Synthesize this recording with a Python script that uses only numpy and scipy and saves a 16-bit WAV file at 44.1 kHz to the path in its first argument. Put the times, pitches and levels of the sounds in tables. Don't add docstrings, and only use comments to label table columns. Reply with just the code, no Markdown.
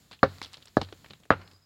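import sys
import numpy as np
from scipy import signal
from scipy.fft import rfft, irfft, next_fast_len
from scipy.io import wavfile

SR = 44100
rng = np.random.default_rng(int(sys.argv[2]) if len(sys.argv) > 2 else 0)


def pcm_store(signal):
    levels = np.round(np.clip(np.atleast_2d(signal), -1, 1) * 32767)
    wavfile.write(sys.argv[1], SR, levels.astype(np.int16).T)


N = 72765


def undb(db):
    return 10 ** (np.asarray(db) / 20)


def unit(x):
    return x / np.sqrt(np.mean(x ** 2))


def band(x, lo_hz, hi_hz, order=3):
    edges = [lo_hz, min(hi_hz, SR / 2 - 100)]
    return signal.sosfilt(signal.butter(order, edges, "band", fs=SR, output="sos"), x)


def colour(x, points):
    size = next_fast_len(N) * 2
    hz, db = np.array(points).T
    freqs = np.maximum(np.fft.rfftfreq(size, 1 / SR), 1)
    gain = undb(np.interp(np.log(freqs), np.log(hz), db))
    cepstrum = irfft(np.log(gain))
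    cepstrum[1:size // 2] *= 2
    cepstrum[size // 2 + 1:] = 0
    return irfft(rfft(x, size) * np.exp(rfft(cepstrum)))[:N]


def since(start):
    return np.maximum(np.arange(N) / SR - start, 0)


def fade(start, rise, t60):
    t = since(start)
    return (1 - np.exp(-t / rise)) * np.exp(-np.log(1000) * t / t60)


def grains(spread_db, size=24):
    strength = np.repeat(undb(spread_db * rng.standard_normal(N // size + 1)), size)[:N]
    return unit(rng.standard_normal(N) * strength)


def ring(start, notes):
    t = since(start)
    return sum(undb(db) * np.sin(2 * np.pi * hz * t) * np.exp(-np.log(1000) * t / t60)
               for hz, db, t60 in notes)


def click(start, lo_hz, hi_hz, size=256):
    pulse = band(signal.unit_impulse(size), lo_hz, hi_hz, order=2)
    out, at = np.zeros(N), int(start * SR)
    out[at:at + size] = pulse / np.abs(pulse).max()
    return out


def air():
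    # (frequency [Hz], relative level [dB])
    tone = [(25, -7), (90, 7), (200, -1.5), (500, -13), (1200, -15), (2800, -16.5), (4400, -12.5),
            (6000, -21), (7100, -12.5), (8500, -23.5), (12000, -22), (16000, -24)]
    # (time [s], relative level [dB])
    swells = [(0, 5), (.2, 0), (.35, 9), (.55, 2), (.73, 2.5), (.87, 4), (1.05, 5.5), (1.29, -2.5),
              (1.52, 2), (1.65, -5.5)]
    when, db = np.array(swells).T
    hiss = unit(colour(rng.standard_normal(N), tone))
    return undb(-65.5) * hiss * undb(np.interp(since(0), when, db))


def whistle():
    # (time [s], pitch [Hz], level [dB])
    path = [(1.44, 5010, -88), (1.453, 5050, -66), (1.52, 5100, -61), (1.562, 4880, -62),
            (1.60, 5090, -73.5), (1.645, 5000, -67)]
    when, hz, db = np.array(path).T
    t = since(0)
    slow_filter = signal.butter(2, 87, fs=SR, output="sos")
    waver = unit(signal.sosfilt(slow_filter, rng.standard_normal(N)))
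    note = np.sin(2 * np.pi * np.cumsum(np.interp(t, when, hz)) / SR)
    return waver * note * undb(np.interp(t, when, db)) * (t > when[0])


def rubble():
    # (time [s], level [dB], fade time [s])
    shifts = [(0.111, -53.5, 0.15), (0.565, -50, 0.12), (0.985, -53, 0.42), (1.098, -44, 0.14),
              (1.196, -57, 0.23)]
    rumble = unit(band(rng.standard_normal(N), lo_hz=72.6, hi_hz=200, order=2))
    return rumble * sum(undb(db) * fade(start, rise=0.0088, t60=t60) for start, db, t60 in shifts)


def sand():
    # (time [s], level [dB], fade time [s])
    runs = [(0.31, -56.5, .5), (0.43, -58, .7), (0.60, -57, .3), (0.93, -63, .7)]
    # (frequency [Hz], relative level [dB])
    tone = [(400, -15.5), (1200, -3), (2400, -2), (4200, -1), (6000, -11), (9000, -16.5), (16000, -19.5)]
    flow = sum(undb(db) * fade(start, rise=0.0298, t60=t60) for start, db, t60 in runs)
    return flow * unit(colour(grains(spread_db=6.5), tone))


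def ticks_and_chips():
    ticks = [(0.112, 3890, 0.031, -38.5, -47.5, -40.5, -51), (0.119, 3600, 0.013, -33, -45, -65, -53),
             (0.1282, 3570, 0.064, -38.5, -65, -48.5, -55), (0.146, 3940, 0.06, -55, -76, -62.5, -89),
             (0.1905, 3100, 0.018, -45, -70, -62, -67), (0.3836, 4100, 0.0092, -37.5, -54, -42, -62),
             (0.4161, 3900, 0.0096, -22, -28.5, -23, -34.5), (0.427, 3910, 0.031, -24, -68, -56, -50),
             (0.4371, 4260, .02, -35, -72, -46, -46), (0.4464, 3900, 0.014, -25.5, -55.5, -49, -57),
             (0.459, 3340, 0.0068, -31, -37.5, -44, -55), (0.531, 4560, 0.01, -35, -64, -45, -35),
             (0.535, 3580, 0.016, -30, -68, -44.5, -64), (0.5415, 3600, 0.037, -32, -63, -46.5, -58),
             (0.5699, 3970, 0.013, -33.5, -42, -65, -60), (0.578, 3300, 0.026, -59, -49, -55, -63),
             (0.624, 3620, 0.018, -35.5, -58, -62, -53), (0.655, 4320, 0.026, -45.5, -60, -52, -48),
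             (0.672, 3624, 0.019, -40, -67, -47.5, -70), (0.681, 4460, 0.022, -41, -57, -55, -70),
             (0.828, 3720, 0.068, -34.5, -50, -51, -55), (0.8462, 3540, 0.016, -39, -54, -63, -60),
             (0.8865, 3560, 0.039, -44.5, -50.5, -48, -68), (0.925, 3800, 0.023, -33.5, -34, -39.5, -55.5),
             (1.044, 3800, 0.021, -43, -51, -38.5, -64), (1.0597, 3870, 0.021, -47, -45.5, -46.5, -66),
             (1.085, 4630, 0.016, -50, -68, -51, -60), (1.101, 3720, 0.013, -39, -63, -57, -68),
             (1.1058, 3570, 0.024, -35, -40, -41, -60), (1.1338, 3240, 0.015, -32, -44, -42, -52.5),
             (1.2005, 4210, 0.017, -52.5, -49.5, -59.5, -53), (1.225, 2920, 0.017, -79, -49, -69, -75),
             (1.2342, 2800, 0.028, -44.5, -84, -58, -59), (1.253, 2800, 0.025, -63, -47.5, -55, -55),
             (1.413, 4080, 0.073, -51, -60, -47.5, -80), (1.4755, 4000, 0.024, -44.5, -66.5, -48, -67),
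             (1.5129, 3900, 0.028, -44, -65, -55, -70), (1.533, 4630, 0.019, -48.5, -55, -75, -64.5)]
    thud = undb(-0.5) * unit(band(rng.standard_normal(N), lo_hz=110, hi_hz=540, order=2))
    clack = undb(-1.5) * unit(band(rng.standard_normal(N), lo_hz=680, hi_hz=2900))
    sparkle = undb(-6) * unit(band(grains(spread_db=4.5), lo_hz=5500, hi_hz=9600, order=2))
    crackle = grains(spread_db=3)
    out = np.zeros(N)
    for start, hz, t60, tick_db, thud_db, clack_db, sparkle_db in ticks:
        lo_hz, hi_hz = hz / 1.27, hz * 1.27
        tick = undb(-7.5) * unit(band(crackle, lo_hz, hi_hz))
        clatter = (undb(tick_db) * tick + undb(thud_db) * thud
                   + undb(clack_db) * clack + undb(sparkle_db) * sparkle)
        tail = undb(-23.5) * fade(start, rise=0.005, t60=0.17)
        out += clatter * (fade(start, rise=0.00094, t60=t60) + tail)
        click_s = start + 0.000967
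        high_click = undb(tick_db) * click(click_s, lo_hz, hi_hz)
        low_click = undb(clack_db) * click(click_s, lo_hz=880, hi_hz=1730)
        out += undb(-5) * (high_click + low_click)
    return out


def lump():
    # (frequency [Hz], relative level [dB])
    tone = [(40, -9.5), (130, 9.5), (300, 7.5), (500, 9), (750, 7), (1200, -2), (2300, -7.5), (3700, -6),
            (5000, -10.5), (7500, -25.5), (15000, -52)]
    # (pitch [Hz], level [dB], fade time [s])
    floor_notes = [(144, -30, 0.072), (216, -28.5, 0.057), (298, -28.5, 0.052), (760, -33, .025)]
    land_s, knock_s = 0.814, 0.8157
    shape = fade(land_s, rise=0.0006, t60=0.03) + undb(-29) * fade(land_s, rise=0.0055, t60=0.058)
    scrape = undb(-20) * unit(colour(grains(spread_db=0.5), tone)) * shape
    knock = colour(signal.unit_impulse(N, int(knock_s * SR)), tone)
    return undb(-16) * knock / np.abs(knock).max() + ring(knock_s, floor_notes) + scrape


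def boom(start):
    return ring(start, [(95.2, -55.5, 0.65)]) - ring(start, [(89, -60, 0.65)])


def room_echo(start):
    # (frequency [Hz], relative level [dB])
    tone = [(40, -3.5), (60, 3.5), (90, 1.5), (160, 4.5), (300, -2.5), (550, -5), (900, -7), (1400, -4.5),
            (2500, -15.5), (5000, -31), (12000, -42.5)]
    return undb(-58) * unit(colour(rng.standard_normal(N), tone)) * fade(start, rise=0.018, t60=0.59)


def grit(start):
    # (frequency [Hz], relative level [dB])
    tone = [(1000, -1), (2500, -7.5), (4200, 9), (5500, -5.5), (7000, -15), (10000, -24.5), (16000, -37)]
    spray = fade(start - 0.0008, rise=0.0008, t60=0.051)
    trickle = undb(-23.5) * fade(start, rise=0.02, t60=0.6)
    return unit(colour(grains(spread_db=2), tone)) * (spray + trickle)


def crunch(start):
    # (frequency [Hz], relative level [dB])
    tone = [(30, 4), (70, 18.5), (200, 5), (400, 0), (700, 0.5), (1000, 0.5), (1400, 5.5), (2000, -3),
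            (3000, -4.5), (8000, -27.5)]
    return undb(-24.5) * unit(colour(grains(spread_db=2), tone)) * fade(start, rise=0.009, t60=0.089)


def block_ring(start, t60):
    # (pitch [Hz], relative level [dB], fade time [multiples of t60])
    notes = [(136.7, -45, 1.9), (205, -40.5, 0.69), (278, -38.5, 1), (408.3, -36.5, 1), (534.3, -26, 0.79),
             (570.6, -34, 0.52), (579.7, -34.5, 0.79), (782.8, -39.5, .9), (1156, -28, 0.21),
             (1355, -40.5, 0.7), (1524, -38, 0.73), (1738, -41, 1), (1986, -45.5, 0.3), (2247, -49, 1.2)]
    onset = 1 - np.exp(-since(start) / 0.0015)
    return onset * ring(start, [(hz, db, share * t60) for hz, db, share in notes])


def thump(start, bounce_s, bounce_db):
    # (frequency [Hz], relative level [dB])
    tone = [(30, -23.5), (90, -7.5), (280, 2), (420, -2), (560, 6), (750, 0.5), (970, -4.5), (1220, 4),
            (1480, -2.5), (1720, 0.5), (2400, -18.5), (4000, -34), (8000, -30), (16000, -23)]
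    # (frequency [Hz], sharpness [Q])
    slab_delays = [(520, 1.1), (1400, 0.88)]
    push = np.zeros(N)
    push[int(start * SR)] = 1
    push[int((start + bounce_s) * SR)] = undb(bounce_db)
    pulse = colour(push, tone)
    for hz, q in slab_delays:
        _, weights = signal.iirpeak(hz, q, fs=SR)
        pulse = signal.lfilter(weights[::-1], weights, pulse)
    return undb(11.5) * pulse


def contact(x, treble_hz, bass_hz):
    x = signal.sosfilt(signal.butter(2, treble_hz, fs=SR, output="sos"), x)
    return signal.sosfilt(signal.butter(1, bass_hz, "high", fs=SR, output="sos"), x)


def hammer():
    # (time [s], level [dB], treble cut-off [Hz], bass cut-off [Hz],
    # ring [dB], ring fade time [s], crunch [dB], grit [dB], crack [dB], bounce delay [s], bounce [dB],
    # clink pitch [Hz], clink [dB])
    blows = [(0.2308, 16, 1400, 130, 3.5, 0.088, -3.5, -28, -37.5, 0.0085, -11.5, 1178, -34.5),
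             (0.7690, 17, 625, 87.4, -5, 0.078, -8.5, -33.5, -40, 0.0096, -14, 1696, -37),
             (1.3045, 15, 2220, 200, -5, 0.1, 1, -34.5, -28.5, 0.0108, -20, 1347, -30.5)]
    out = np.zeros(N)
    for (start, db, treble_hz, bass_hz, ring_db, ring_t60, crunch_db, grit_db, crack_db,
         bounce_s, bounce_db, clink_hz, clink_db) in blows:
        body = thump(start, bounce_s, bounce_db)
        body += undb(ring_db) * block_ring(start, ring_t60)
        body += undb(crunch_db) * crunch(start)
        room = boom(start) + undb(crunch_db) * room_echo(start)
        clink = np.sin(2 * np.pi * clink_hz * since(start)) * fade(start, rise=0.002, t60=0.035)
        crack = click(start + 0.0012, lo_hz=4000, hi_hz=15000)
        out += undb(db) * (contact(body, treble_hz, bass_hz) + room + undb(clink_db) * clink)
        out += undb(crack_db) * crack + undb(grit_db) * grit(start)
    return out


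def scene():
    return (hammer() + ticks_and_chips() + lump() + sand() + rubble() + air() + whistle())[None]


def record(dry):
    bass_hz, top_hz = 34, 16000
    dry = signal.sosfilt(signal.butter(2, bass_hz, "high", fs=SR, output="sos"), dry)
    return signal.sosfilt(signal.ellip(8, .2, 70, top_hz, fs=SR, output="sos"), np.clip(dry, -1, 1))


dry = scene()
out = record(dry)
pcm_store(out)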